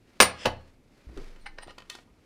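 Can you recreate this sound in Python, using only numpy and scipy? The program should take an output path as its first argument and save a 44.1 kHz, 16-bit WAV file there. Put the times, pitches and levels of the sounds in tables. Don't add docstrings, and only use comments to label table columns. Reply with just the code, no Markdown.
import sys
import numpy as np
from scipy import signal
from scipy.fft import rfft, irfft, next_fast_len
from scipy.io import wavfile
from scipy.ndimage import uniform_filter1d

SR = 44100
rng = np.random.default_rng(int(sys.argv[2]) if len(sys.argv) > 2 else 0)


def materialize(psi):
    bounded = np.clip(np.atleast_2d(psi).T, -1, 1)
    quanta = np.round(bounded * 32767).astype(np.int16)
    wavfile.write(sys.argv[1], SR, quanta)


N = 99225
T = np.arange(SR) / SR

ROOM_TONE_COLOUR = [(12, -30), (20, 5), (146, -1), (187, -4), (255, 0.5), (1030, -19.5), (1910, -26),
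                    (2140, -19), (2820, -26.5), (12100, -36), (16000, -50.5)]
ROOM_DECAY = [(80, 0.6), (400, 0.33), (1000, 0.37), (4000, 0.26), (9000, 0.18), (15000, 0.041)]

TABLE_SWAYS = [(0.458, -40.5, 19.6, 1.03), (1.069, -36, 58.6, 0.29), (1.166, -33, 22.07, 1.24),
               (1.412, -38, 19.6, 1.55)]
ARM_BUMPS = [(1.088, -46), (1.125, -51), (1.174, -38.5), (1.211, -49.5), (1.664, -47)]
BUMP_SPECTRUM = [(20, -36.5), (70, 2.5), (160, -2), (350, 2), (700, -17), (2000, -27), (8000, -87)]
SLEEVE_LEVELS = [(0, -72.5), (.13, -64.5), (.3, -62), (.64, -66.5), (.675, -64), (.8, -78), (.95, -66.5),
                 (1.12, -62.5), (1.21, -53.5), (1.33, -60.5), (1.55, -70), (1.85, -64.5), (2.1, -75.5),
                 (2.25, -67)]
CLOTH_SPECTRUM = [(100, 0.5), (400, 9), (900, 0.5), (1500, 1), (2300, 0.5), (3300, -5), (4800, -5),
                  (7000, -12.5), (11000, -19), (16000, -28.5)]

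HAND_THUDS = [(1.088, -63, 320), (1.168, -37, 396)]
LID_TICKS = [(1.174, -41, .5), (1.361, -49.5, -1.5), (1.577, -48, -3.5), (1.5862, -40, -2.5),
             (1.673, -50, 2), (1.680, -44, -3.5), (1.706, -44, 0), (1.7803, -41.5, -2.5), (1.783, -41, 2),
             (1.803, -49.5, 1.5), (1.821, -46, -0.5), (1.8949, -51, 0.5), (1.8986, -31.5, 5.5),
             (1.951, -38.5, 2), (1.954, -48, 1.5), (1.987, -48, -0.5), (2.075, -55, -8)]
TICK_SPECTRUM = [(100, 1), (500, 11), (1500, 2), (3200, 0.5), (5000, -5.5), (7000, -11.5), (10000, -19),
                 (16000, -36)]
PITCHER_MODES = [(548, -9, 0.09), (1000, -5, 0.09), (1225, -6, 0.16), (1410, 0, 0.045), (1860, -6, 0.11),
                 (2600, -9, .09), (3040, 2, 0.035), (3590, -6, 0.045), (4400, -3, 0.03)]
# peak_s, half_length_s, grating_db, resonance_hz, resonance_db, squeak_db
LID_GRATES = [(1.42, 0.01, -88, 4220, -68, -71), (1.464, 0.0028, -43, 2000, -34, -56),
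              (1.471, 0.0042, -43, 1830, -39, -57), (1.587, 0.002, -39.5, 1805, -38, -60),
              (1.632, 0.0084, -47, 2830, -55, -54), (1.698, 0.011, -51.5, 4050, -66, -70),
              (1.944, 0.013, -62, 3510, -52.5, -99)]
RIM_RESONANCES = [(533, 360, -5), (893, 107, 6), (1270, 54, 2.5), (1904, 105, 3.5), (2885, 180, 0),
                  (4100, 210, -1.5), (4960, 140, -2.5), (5760, 290, -10.5)]
SQUEAK_RESONANCES = [(8890, 140, 10.5), (9500, 150, -2), (14550, 200, -9)]
LID_LIFT = [(1.9, -55), (1.945, -56.5), (2.04, -70.5)]

FOOT_KNOCKS = [(0.2022, -1.5, 1.3, 0.023), (0.2069, -7.5, -1.9, 0.023), (0.2215, -11.5, -4, 0.049),
               (0.4530, -30.5, -8.5, 0.04), (0.4564, -21, 1, 0.043), (0.459, -19, -5.5, 0.051),
               (0.4667, -22, -9.5, 0.074)]
KNOCK_SPECTRUM = [(30, -28.5), (110, -10), (200, -3.5), (480, -2), (1150, 0), (2200, -1.5), (3100, -1),
                  (5000, -7), (7000, -17.5), (11000, -23.5), (16000, -42)]
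# pitch_hz, gain_db, t60_s
TRAY_AND_ROOM_MODES = [(81.14, -16, 0.5), (114, -19.5, 0.37), (180, -13, 0.23), (255.9, -11, 0.1),
                       (435, -6.5, .07), (535, -11, 0.062), (746.4, -5.5, 0.12), (942, -11, 0.12),
                       (1409, 0, .04), (1685, 2.5, .04), (2631, 0.5, .026), (2990, 2.5, .026),
                       (3346, 0, 0.03)]
FOOT_SLIDE = [(.33, -66), (.385, -52.5), (.415, -44), (.449, -42), (.462, -52.5)]
FOOT_RESONANCES = [(490, 200, -1), (1850, 700, -1), (2860, 240, 7), (3370, 170, 6), (5080, 220, 4),
                   (5930, 300, -5), (7300, 900, -10), (9330, 250, -11)]
POT_WALL_RINGS = [(0.2084, -45.5), (.4565, -60)]
LID_RATTLES = [(0.2084, -15.5), (0.2125, -11.5), (0.2219, -13.5), (0.2266, -15.5), (0.2305, -16),
               (.4570, -41), (0.4663, -41.5)]
POT_LID_MODES = [(1340, -12, .03), (2060, -11, 0.05), (2850, -9, .03), (4360, -11, .035), (4780, -10, 0.05),
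                 (5120, -15, 0.04), (5820, -11, .035), (6750, -16, 0.026), (8640, -4, .022),
                 (8850, 1.5, .03), (9090, -15, .17), (9345, -22, .17), (9950, -24, .12), (14340, -11, .06)]
CLICK_SPECTRUM = [(200, -14.5), (1500, 3.5), (4000, -3), (7000, -7.5), (11000, -9), (16000, -29)]


def amp(db):
    return 10 ** (np.asarray(db) / 20)


def unit(x):
    return x / np.sqrt(np.mean(x ** 2) + 1e-20)


def along(points, hz):
    frequencies, values = np.transpose(points)
    return np.interp(np.log(hz + 1), np.log(frequencies + 1), values)


def level(rows):
    return amp(np.interp(np.arange(N) / SR, *np.transpose(rows), left=-np.inf, right=-np.inf))


def filtered(x, response):
    size = next_fast_len(len(x) + SR // 4)
    return irfft(rfft(x, size) * response(np.fft.rfftfreq(size, 1 / SR)), size)[:len(x)]


def tilted(hz, tilt_db):
    return amp(tilt_db * np.log2(np.maximum(hz, 500) / 1500))


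def noise(colour, tilt_db=0, size=SR):
    white = rng.standard_normal(size)
    return unit(filtered(white, lambda hz: amp(along(colour, hz)) * tilted(hz, tilt_db)))


def fade(t60):
    return np.exp(-np.log(1000) * T / t60)


def ring(modes, tilt_db=0, detune=0.0028):
    out = np.zeros(SR)
    for k, (hz, db, t60) in enumerate(modes):
        gain = (-1) ** k * amp(db + rng.normal()) * tilted(hz, tilt_db)
        pitch_hz = hz * (1 + detune * rng.normal())
        out += gain * fade(t60) * np.sin(2 * np.pi * pitch_hz * T)
    return out


def friction(resonances, slips_per_s):
    slips = (rng.random(N) < slips_per_s / SR) * rng.standard_normal(N)
    cutoff_hz = 1.46 * resonances[-1][0]

    def body(hz):
        peaks = sum((-1) ** k * amp(db) * 1j * hz * width / (centre ** 2 - hz ** 2 + 1j * hz * width)
                    for k, (centre, width, db) in enumerate(resonances))
        return peaks / (1 + (hz / cutoff_hz) ** 4)
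    return unit(filtered(slips, body))


def add(out, start_s, x):
    part = out[max(round(start_s * SR), 0):][:len(x)]
    part += x[:len(part)]


def room_tone(level_db=-61.5):
    return amp(level_db) * noise(ROOM_TONE_COLOUR, size=N)


def room_answer(x, early_db=-10, tail_db=-15, delay_s=0.0061):
    arrived = T > delay_s
    hz, t, spectrum = signal.stft(rng.standard_normal(SR), SR, nperseg=256)
    decay = amp(-60 * t / along(ROOM_DECAY, hz)[:, None])
    tail = signal.istft(spectrum * decay, SR, nperseg=256)[1][:SR] * arrived
    early = rng.standard_normal(SR) * (rng.random(SR) < .03) * fade(t60=0.12) * arrived
    response = amp(tail_db) * tail / np.linalg.norm(tail) + amp(early_db) * early / np.linalg.norm(early)
    return signal.fftconvolve(x, response)[:N]


def table():
    out = np.zeros(N)
    for start_s, db, hz, t60 in TABLE_SWAYS:
        sway = amp(db) * np.sin(2 * np.pi * hz * T) * fade(t60)
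        add(out, start_s, sway * (1 - T))
    attack = 1 - np.exp(-T / 0.00072)
    for start_s, db in ARM_BUMPS:
        add(out, start_s, amp(db) * noise(BUMP_SPECTRUM) * fade(t60=0.23) * attack)
    return out


def sleeve():
    flutter_db = 1.7 * unit(uniform_filter1d(rng.standard_normal(N), size=500))
    return level(SLEEVE_LEVELS) * unit(noise(CLOTH_SPECTRUM, size=N) * amp(flutter_db))


def pitcher(tick_rise_s=0.00069):
    t = np.arange(N) / SR
    out = level(LID_LIFT) * noise(TICK_SPECTRUM, tilt_db=4.5, size=N)
    for start_s, db, hz in HAND_THUDS:
        add(out, start_s, amp(db) * np.sin(2 * np.pi * hz * T) * fade(t60=0.058))
    attack = 1 - np.exp(-T / tick_rise_s)
    for start_s, db, tilt_db in LID_TICKS:
        clay = amp(-10.5) * ring(PITCHER_MODES, tilt_db)
        click = amp(4.5) * noise(TICK_SPECTRUM, tilt_db) * fade(t60=0.019)
        add(out, start_s, amp(db) * (clay + click) * attack)
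    for peak_s, half_length_s, grating_db, hz, resonance_db, squeak_db in LID_GRATES:
        stroke = np.exp(-.5 * ((t - peak_s) / half_length_s) ** 2)
        grating = amp(grating_db) * friction(RIM_RESONANCES, slips_per_s=5100)
        resonance = amp(resonance_db) * friction([(hz, 220, 0)], slips_per_s=2600)
        squeak = amp(squeak_db) * friction(SQUEAK_RESONANCES, slips_per_s=3900)
        out += stroke * (grating + resonance + squeak)
    return out


def teapot(wall_hz=4300, damped_at_s=0.69):
    out = level(FOOT_SLIDE) * friction(FOOT_RESONANCES, slips_per_s=4000)
    for start_s, db, tilt_db, t60 in FOOT_KNOCKS:
        blow = noise(KNOCK_SPECTRUM, tilt_db) * fade(t60)
        ring_and_boom = amp(-12) * ring(TRAY_AND_ROOM_MODES, tilt_db)
        add(out, start_s, amp(db) * (blow + ring_and_boom))
    wall = np.sin(2 * np.pi * wall_hz * T) * fade(t60=0.73)
    for start_s, db in POT_WALL_RINGS:
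        damping = np.clip((damped_at_s - start_s - T) / .02, 0, 1)
        add(out, start_s, amp(db) * wall * damping)
    for start_s, db in LID_RATTLES:
        lid = ring(POT_LID_MODES, detune=0.004)
        click = amp(5.0) * noise(CLICK_SPECTRUM) * fade(t60=0.0065)
        add(out, start_s, amp(db) * (lid + click))
    return out


def scene():
    pot, jug = teapot(), pitcher()
    reflections = room_answer(pot + amp(-2) * jug)
    return (pot + jug + reflections + table() + sleeve() + room_tone())[None]


def record(dry):
    low_hz, top_hz = 8, 15900
    clipped = dry[0] / (1 + np.abs(dry[0]) ** 8) ** (1 / 8)
    return filtered(clipped, lambda hz: 1j * hz / (low_hz + 1j * hz) / (1 + (hz / top_hz) ** 120))[None]


dry = scene()
out = record(dry)
materialize(out)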